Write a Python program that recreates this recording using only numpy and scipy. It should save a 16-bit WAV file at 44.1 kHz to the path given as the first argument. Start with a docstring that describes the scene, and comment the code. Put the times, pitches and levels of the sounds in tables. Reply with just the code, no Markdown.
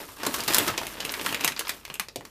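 """Folding a bag of pellets

Hands fold a thin plastic bag of cat litter pellets on the floor of a small furnished room, then let it go.
Creases snap (shaped noise bursts) over a fine crinkle (showers of tiny clicks); pellets shift and click inside.
The bag bumps the floor softly (clusters of low tones). As the film relaxes the snaps thin out, and the
plastic tray takes a light knock (fading tones). Behind it lie quiet room noise and a faint low hum."""
import sys
import numpy as np
from scipy import signal
from scipy.fft import rfft, irfft
from scipy.io import wavfile
from scipy.ndimage import uniform_filter1d

SR = 44100
rng = np.random.default_rng(int(sys.argv[2]) if len(sys.argv) > 2 else 0)


def output_pcm(signal):
    """Save a mono or channel-first signal as 16-bit PCM at the path in sys.argv[1].

    Samples are clipped to [-1, 1] before scaling.
    """
    pcm = np.clip(np.atleast_2d(signal).T, -1, 1) * 32767
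    wavfile.write(sys.argv[1], SR, np.round(pcm).astype(np.int16))


N = 101430  # length in samples, 2.3 seconds

# Large creases of the bag. Each row: start in seconds, level at 2.5 kHz in dB before SNAP_DB is added,
# levels at 450 Hz, 1.2 kHz, 5.5 kHz and 11 kHz in dB relative to that at 2.5 kHz, main resonance in Hz.
CREASES = [(0.233, -25.5, 6, 5, -2.5, -10, 990), (0.251, -27.5, -13, 6.5, 0, -12, 1020),
           (0.265, -21, 6.5, 3.5, 0, -3.5, 3900), (0.342, -23, -9.5, 2.5, -2.5, -3.5, 680),
           (0.404, -31, -7, -13, 5.5, -4, 4700), (0.437, -37, -9, -1, 5, 4.5, 3040),
           (0.479, -23, -3, -7, 0.5, -1, 4530), (0.4835, -19.5, 3, 0, -2.5, -25, 4580),
           (0.535, -23, -5, -1, 2.5, -1, 1620), (0.5453, -17, -8, -0.5, 1.5, 2.5, 1710),
           (0.567, -27, -8, 5, 4, 3, 1230), (0.583, -13.5, -1, -10.5, -7, 1.5, 3400),
           (0.679, -24, -25, 8, -2, -1, 1450), (0.682, -23, -13, 10.5, 0, -20, 1240),
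           (0.778, -18.5, 2, -8.5, -4, -13, 2500), (0.868, -27, -7, -11, -6, -7, 2720),
           (1.0034, -26.5, -2, -1.5, 2.5, -14, 2960), (1.05, -22, 1.5, -11, -8.5, -10, 2800),
           (1.094, -25.5, -5, -12, -1, -28, 1750), (1.12, -36.5, -12, -16, -7, 9, 6000),
           (1.139, -22, -24, -3, -7, -13.5, 2160), (1.195, -24, -0.5, 1, -9, -29, 2920),
           (1.2128, -25, 2.5, -12, -8, -13, 2180), (1.263, -16.5, -15, 3.5, -10, -12.5, 2000),
           (1.291, -25, -15, -23, -10, -12, 3170), (1.326, -24, 1, -4, -8, -9, 2500),
           (1.3453, -18.5, -4, -9, -7.5, -14, 2140), (1.4086, -24.5, -8, 2, -4.5, -10, 2700),
           (1.439, -24.5, -3, -8, 1.5, -27, 2640), (1.4461, -14.5, -2.5, -2.5, -6.5, -3, 2720),
           (1.4773, -16.5, -8, -2.5, -2.5, -7.5, 2130), (1.521, -26, -22, -5, -10, -13, 1630),
           (1.564, -31, -6, 2, -1.5, -30, 4350), (1.575, -29.5, -18, -2, -5, -18, 2170),
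           (1.593, -19.5, -2.5, -14.5, -5.5, -3, 1900), (1.609, -29, -15, 8, -3, -10, 1670),
           (1.6509, -33.5, -8, 1, -3, -51, 1600), (1.67, -29, -11, 3.5, -1, -44, 940),
           (1.681, -36, -21, -15, 1, 1, 1130), (1.693, -18.5, -10, -2.5, -4.5, -6, 1020),
           (1.8512, -30.5, -11, -3, -3.5, -9, 1030), (1.9, -26.5, -6, -5.5, -14.5, -25, 1210),
           (1.941, -30.5, -5, -8, -6.5, -2.5, 2640), (1.954, -33.5, -4, -2, -8, -11, 2850),
           (1.997, -20.5, -9.5, 0.5, -5, -3.5, 1140), (2.085, -37.5, 2.5, -0.5, 3.5, -11.5, 4900),
           (2.159, -30.5, 8.5, -5.5, 2, -4.5, 1045), (2.2519, -40, 0, 4.5, 3, -4.5, 1010)]
# Frequencies at which the colour of a snap is set, in Hz.
SNAP_BANDS_HZ = [30, 130, 450, 1200, 2500, 5500, 11000, 16000]
# Handling of the film. Each row: time in seconds, level in dB before CRINKLE_DB is added.
CRINKLE_LEVEL = [(0, -41), (.14, -46.5), (.22, -45.5), (.27, -39), (.31, -37.5), (.36, -31.5), (.45, -39),
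                 (.5, -26), (.56, -31), (.63, -31), (.69, -31), (.75, -45), (.81, -38.5), (.98, -44),
                 (1.06, -40.5), (1.18, -39.5), (1.25, -32), (1.38, -44), (1.47, -32), (1.54, -49),
                 (1.73, -42), (1.82, -54.5), (1.9, -52), (2.05, -67), (2.14, -65), (2.3, -57)]
# Colour of the crinkle. Each row: frequency in Hz, relative level in dB.
CRINKLE_COLOUR = [(100, -22), (500, -23), (1200, 6), (2300, -15.5), (3500, -2.5), (5500, -0.5),
                  (8000, -0.5), (11500, 2), (15000, 2.5)]
# Pellets shifting in the bag. Each row: time in seconds, level in dB before PELLET_DB is added.
PELLET_LEVEL = [(0, -42.5), (.07, -53.5), (.16, -57.5), (.22, -41), (.26, -38.5), (.33, -42), (.39, -40),
                (.44, -45.5), (.49, -31.5), (.57, -32), (.64, -37), (.69, -32.5), (.75, -41.5), (.8, -45),
                (.97, -45), (1.07, -42), (1.18, -43), (1.26, -39.5), (1.38, -42.5), (1.46, -38),
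                (1.55, -63), (1.7, -46), (1.8, -58), (1.93, -65), (2.14, -71), (2.3, -65)]
# Colour of the shifting pellets. Each row: frequency in Hz, relative level in dB.
PELLET_COLOUR = [(30, -34), (70, -5.5), (130, -1.5), (280, 3), (500, -3.5), (900, -1), (1600, -2.5),
                 (3000, -0.5), (6000, -12), (15000, -26)]
# Short ticks: single pellets clicking, and at 2.209 s the tray rattling after its knock. Each row: start in
# seconds, level in dB, main resonance in Hz.
TICKS = [(.003, -9, 910), (0.03, -12.5, 940), (0.089, -14, 950), (.171, -13.5, 1600),
         (0.384, 0, 720), (0.508, 0.5, 1310), (.555, 4, 795), (0.6463, -3, 920), (0.815, -2, 1000),
         (0.833, -1.5, 900), (0.854, -9, 1010), (1.8794, -10, 940), (2.209, -10, 1070)]
# Colour of a single pellet click. Each row: frequency in Hz, relative level in dB.
CLICK_COLOUR = [(200, -3.5), (1100, 0), (2500, -6), (9000, -19)]
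# Overtones of a resonating patch, as multiples of its main resonance.
PANEL_RATIOS = [1, 2.36, 4.5]
# The bag bumping the floor. Each row: start in seconds, level in dB, middle pitch in Hz.
FLOOR_BUMPS = [(.235, -38, 222), (.272, -24, 270), (.385, -37.5, 176), (0.47, -38, 151), (0.565, -33, 270),
               (0.587, -31, 111.4), (0.692, -29.5, 108.5), (1.262, -36.5, 160), (1.446, -38, 180),
               (1.593, -36, 382), (1.897, -42.5, 165), (1.997, -39, 170), (2.169, -39, 124)]
# Ring of the tray. Each row: pitch in Hz, level in dB relative to KNOCK_DB, seconds to fade by 60 dB.
TRAY_TONES = [(514, -7, 0.24), (602, -7, 0.18), (695, 1.5, 0.12), (900, -9, 0.08)]
# Fading of the room's tail. Each row: frequency in Hz, seconds to fade by 60 dB.
ROOM_FADE = [(100, 0.42), (400, 0.36), (1000, 0.17), (2800, 0.16), (7000, 0.19), (15000, 0.17)]
# Colour of the room's tail. Each row: frequency in Hz, relative level in dB.
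ROOM_COLOUR = [(100, 1.5), (400, -0.5), (1000, -2), (2800, -3), (7000, -7.5), (15000, -12)]
# Low resonances of the room. Each row: pitch in Hz, level in dB, seconds to fade by 60 dB.
ROOM_MODES = [(272.3, -7, 0.41), (369, -0.5, 0.37), (436.6, -3, 0.49), (578.6, 1.5, 0.2), (902, -0.5, 0.1)]
# Colour of the room noise. Each row: frequency in Hz, relative level in dB.
NOISE_COLOUR = [(20, 1), (48, -11), (70, 12.5), (170, 7.5), (500, -4), (1200, -68), (4000, -20),
                (15000, -20)]
# Low hum. Each row: time in seconds, level in dB.
HUM_LEVEL = [(0, -68), (.35, -59), (.9, -58), (2.3, -65.5)]

SNAP_DB = 24.5  # added to every snap
SNAP_SUB_DB, SNAP_BASS_DB = -45, -6.5  # at the two lowest bands, relative to 450 Hz
SNAP_AIR_DB = -1.5  # at the highest band, relative to 11 kHz
SNAP_RISE_S, SNAP_DECAY_S = 0.00047, 0.0028
SNAP_RISE_SPREAD = 0.83  # some creases give at once, others over a millisecond or two
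CRACK_S, CRACK_DB = 0.00039, -2  # the sharp start of each burst
PANEL_DB, PANEL_WIDTH = 5.5, .085  # height of the main resonance, width as a share of its pitch
RIPPLE_DB, RIPPLE_HZ = 3.0, 270  # size and spacing of random bumps in the spectrum
GRAIN_DB_PER_OCTAVE = 3  # how fast a grain weakens away from its own pitch
CRINKLE_DB, CRINKLE_DECAY_S = -2.5, 0.0012
CRINKLE_PER_S, CRINKLE_SPREAD_DB = 1500, 4.2
PELLET_DB, PELLET_DECAY_S = 3, 0.000734
PELLETS_PER_S, PELLET_SPREAD_DB = 650, 5
BUMP_RISE_S, BUMP_T60_S = 0.0066, .11  # T60: time to fade by 60 dB
BUMP_SPREAD = 0.21  # spread of the tones around the middle pitch, on a log scale
KNOCK_S, KNOCK_DB = 2.1595, -37
ECHO_DB, ECHO_SPAN_S = -9, 0.01
BOUNCE_DB, BOUNCE_S = -10, .003  # floor bounce: level and longest delay
FLOOR_DB, HUM_HZ = -61.5, 48.5
CEILING, EDGE_HZ = .88, 14990  # peak limit and upper edge of the band


def amp(db):
    """Turns decibels into gain."""
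    return 10 ** (np.asarray(db) / 20)


def unit(x):
    """Scales a signal to an average (rms) level of one."""
    return x / np.sqrt(np.mean(x ** 2) + 1e-20)


def read(points, hz):
    """Reads a spectrum between its points on a log-frequency axis."""
    f, value = np.transpose(points)
    return np.interp(np.log(hz + 1), np.log(f + 1), value)


def level(curve):
    """Gives the gain for each sample from a curve in dB."""
    return amp(np.interp(np.arange(N) / SR, *np.transpose(curve)))


def add(mix, s, sound):
    """Mixes a sound in at a time in seconds."""
    part = mix[max(round(s * SR), 0):][:len(sound)]
    part += sound[:len(part)]


def tint(x, colour):
    """Gives a noise a spectrum."""
    gain = amp(read(colour, np.fft.rfftfreq(len(x), 1 / SR)))
    return irfft(rfft(x) * gain, len(x))


def snaps():
    """Large creases give way one by one, each at its own spot on the bag."""
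    out = np.zeros(N)
    for s, db, low, mid, high, top, panel_hz in CREASES:
        bands_db = [low + SNAP_SUB_DB, low + SNAP_BASS_DB, low, mid, 0, high, top, top + SNAP_AIR_DB]
        patch = ring(list(zip(SNAP_BANDS_HZ, bands_db)), panel_hz)
        burst = room(buckle(SNAP_DECAY_S))
        add(out, s, amp(db + SNAP_DB) * signal.fftconvolve(burst, patch))
    return out


def buckle(decay_s, size=1024, count=3):
    """A sharp broadband crack and a few milliseconds of flutter, with an energy of one."""
    t = np.arange(size) / SR
    rise_s = SNAP_RISE_S * np.exp(SNAP_RISE_SPREAD * rng.standard_normal())
    flutter = (1 - np.exp(-(t / rise_s) ** 2)) * np.exp(-t / decay_s)
    shape = flutter + amp(CRACK_DB) * np.exp(-t / CRACK_S)
    burst = shape * rng.standard_normal(size)
    for _ in range(count):  # evens out the spectrum so that the crack has no pitch
        flat = irfft(np.exp(1j * np.angle(rfft(burst))))
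        loudness = np.sqrt(abs(uniform_filter1d(flat ** 2, size=48)) + 1e-12)
        burst = shape * flat / loudness
    return burst / np.linalg.norm(burst)


def ring(colour, panel_hz, size=2048):
    """One patch resonates: a broad colour, a main resonance with two overtones, and random ripples."""
    hz = np.fft.rfftfreq(size, 1 / SR)
    ripple = np.interp(hz / RIPPLE_HZ, np.arange(size), rng.standard_normal(size))
    peak = 0
    for ratio in PANEL_RATIOS:
        distance = (hz / panel_hz - ratio) / PANEL_WIDTH / np.sqrt(ratio)
        peak = peak + PANEL_DB / ratio ** 0.56 / (1 + distance ** 2)
    # Folding the cepstrum (spectrum of the log spectrum) makes the ring start at once, never early.
    cepstrum = irfft(np.log(amp(read(colour, hz) + peak + RIPPLE_DB * ripple)))
    cepstrum[1:size // 2] *= 2
    cepstrum[size // 2 + 1:] = 0
    return irfft(np.exp(rfft(cepstrum)))


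def grains(curve, colour, per_s, spread_db, decay_s, low_hz, high_hz, count=20):
    """A shower of small clicks of uneven size and pitch, from many spots, following a level curve."""
    out, gain = np.zeros(N), level(curve)
    for hz in np.geomspace(low_hz, high_hz, count):
        sizes = amp(spread_db * np.minimum(rng.exponential(1, N), 3))
        train = unit(sizes * (rng.random(N) < per_s / count / SR))  # clicks at random moments
        own_colour = []
        for f, db in colour:
            octaves = min(abs(np.log2(f / hz)), 2)
            own_colour.append((f, db - GRAIN_DB_PER_OCTAVE * octaves))
        grain = signal.fftconvolve(room(buckle(decay_s)), ring(own_colour, hz))
        out += signal.fftconvolve(train * gain, grain / np.linalg.norm(grain))[:N]
    return out / np.sqrt(count)


def crinkle():
    """The handled film makes a dense shower of tiny, bright clicks."""
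    shower = grains(CRINKLE_LEVEL, CRINKLE_COLOUR, CRINKLE_PER_S, CRINKLE_SPREAD_DB,
                    CRINKLE_DECAY_S, 1316, 13200)
    return amp(CRINKLE_DB) * shower


def shifting_pellets():
    """Pellets shift in the bag as a sparser shower of shorter, lower clicks."""
    shower = grains(PELLET_LEVEL, PELLET_COLOUR, PELLETS_PER_S, PELLET_SPREAD_DB,
                    PELLET_DECAY_S, 233.0, 2320)
    return amp(PELLET_DB) * shower


def clicks():
    """Single pellets drop on their neighbours with a short dull tick, and the knocked tray rattles with one
    more."""
    out = np.zeros(N)
    for s, db, hz in TICKS:
        tick = signal.fftconvolve(room(buckle(PELLET_DECAY_S)), ring(CLICK_COLOUR, hz))
        add(out, s, amp(db) * tick)
    return out


def bumps(count=7):
    """The heavy bag settles with dull thuds, each a cluster of damped low tones."""
    out, t = np.zeros(N), np.arange(SR // 4) / SR
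    shape = (1 - np.exp(-t / BUMP_RISE_S)) * amp(-60 * t / BUMP_T60_S)
    for s, db, hz in FLOOR_BUMPS:
        offsets = np.linspace(-1, 1, count) + rng.uniform(-0.061, 0.055, count)
        tones = hz * np.exp(BUMP_SPREAD * offsets)
        cluster = np.sin(2 * np.pi * (tones[:, None] * t + rng.random((count, 1)))).sum(0)
        thud = shape * cluster
        # Keeps the energy the same however the tones add up.
        add(out, s, amp(db) * thud * np.linalg.norm(shape) / np.linalg.norm(thud))
    return out


def tray():
    """A light knock rings the hollow plastic tray as a few fading tones."""
    out, t = np.zeros(N), np.arange(SR // 4) / SR
    for hz, db, t60 in TRAY_TONES:
        tone = np.sin(2 * np.pi * (hz * t + rng.random()))
        add(out, KNOCK_S, amp(KNOCK_DB + db - 60 * t / t60) * tone)
    return out


def room(direct, size=12288, count=8):
    """A click in the room: direct sound, floor bounce, near reflections and a short diffuse tail."""
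    t = np.arange(size) / SR
    hz, bands = np.fft.rfftfreq(size, 1 / SR), np.transpose(ROOM_FADE)[0]
    noise = rfft(rng.standard_normal(size)) * amp(read(ROOM_COLOUR, hz))
    out = np.zeros(size)
    for share, (_, t60) in zip(np.eye(len(bands)), ROOM_FADE):  # each band fades at its own pace
        fade = amp(-60 * t / t60) * np.minimum(t / .005, 1)
        band_noise = irfft(noise * read(list(zip(bands, share)), hz))
        out += band_noise * fade / np.linalg.norm(fade)
    for place, strength in zip(rng.random(count), unit(rng.standard_normal(count))):
        echo = amp(ECHO_DB) * strength / np.sqrt(count) * direct
        add(out, 0.0022 + ECHO_SPAN_S * place, echo)
    add(out, BOUNCE_S * (1 - rng.random() ** 2 / 2), amp(BOUNCE_DB) * direct)
    add(out, 0, direct)
    return out


def boom(x):
    """Low resonances of the room hang on after the handling."""
    t = np.arange(SR // 3) / SR
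    modes = 0
    for hz, db, t60 in ROOM_MODES:
        fade = amp(-60 * t / t60)
        modes = modes + amp(db) * 2 * fade / fade.sum() * np.cos(2 * np.pi * hz * t)
    return signal.fftconvolve(x, modes)[:N]


def background():
    """Quiet room noise is tinted random noise; the faint low hum is one sine tone."""
    noise = unit(tint(rng.standard_normal(N), NOISE_COLOUR))
    hum = np.sqrt(2) * np.sin(2 * np.pi * HUM_HZ * np.arange(N) / SR)
    return amp(FLOOR_DB) * noise + level(HUM_LEVEL) * hum


def scene():
    """Film, pellets, floor and tray sound together in the room."""
    bag = snaps() + clicks() + crinkle() + shifting_pellets()
    return (bag + boom(bag) + bumps() + tray() + background())[None]


def record(dry):
    """The very highest peaks are rounded off, and the recorder limits the band."""
    limited = dry / (1 + (dry / CEILING) ** 6) ** (1 / 6)
    lowpass = signal.firwin(301, EDGE_HZ, window=("kaiser", 8), fs=SR)
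    return signal.oaconvolve(limited, lowpass[None], "same")


dry = scene()
out = record(dry)
output_pcm(out)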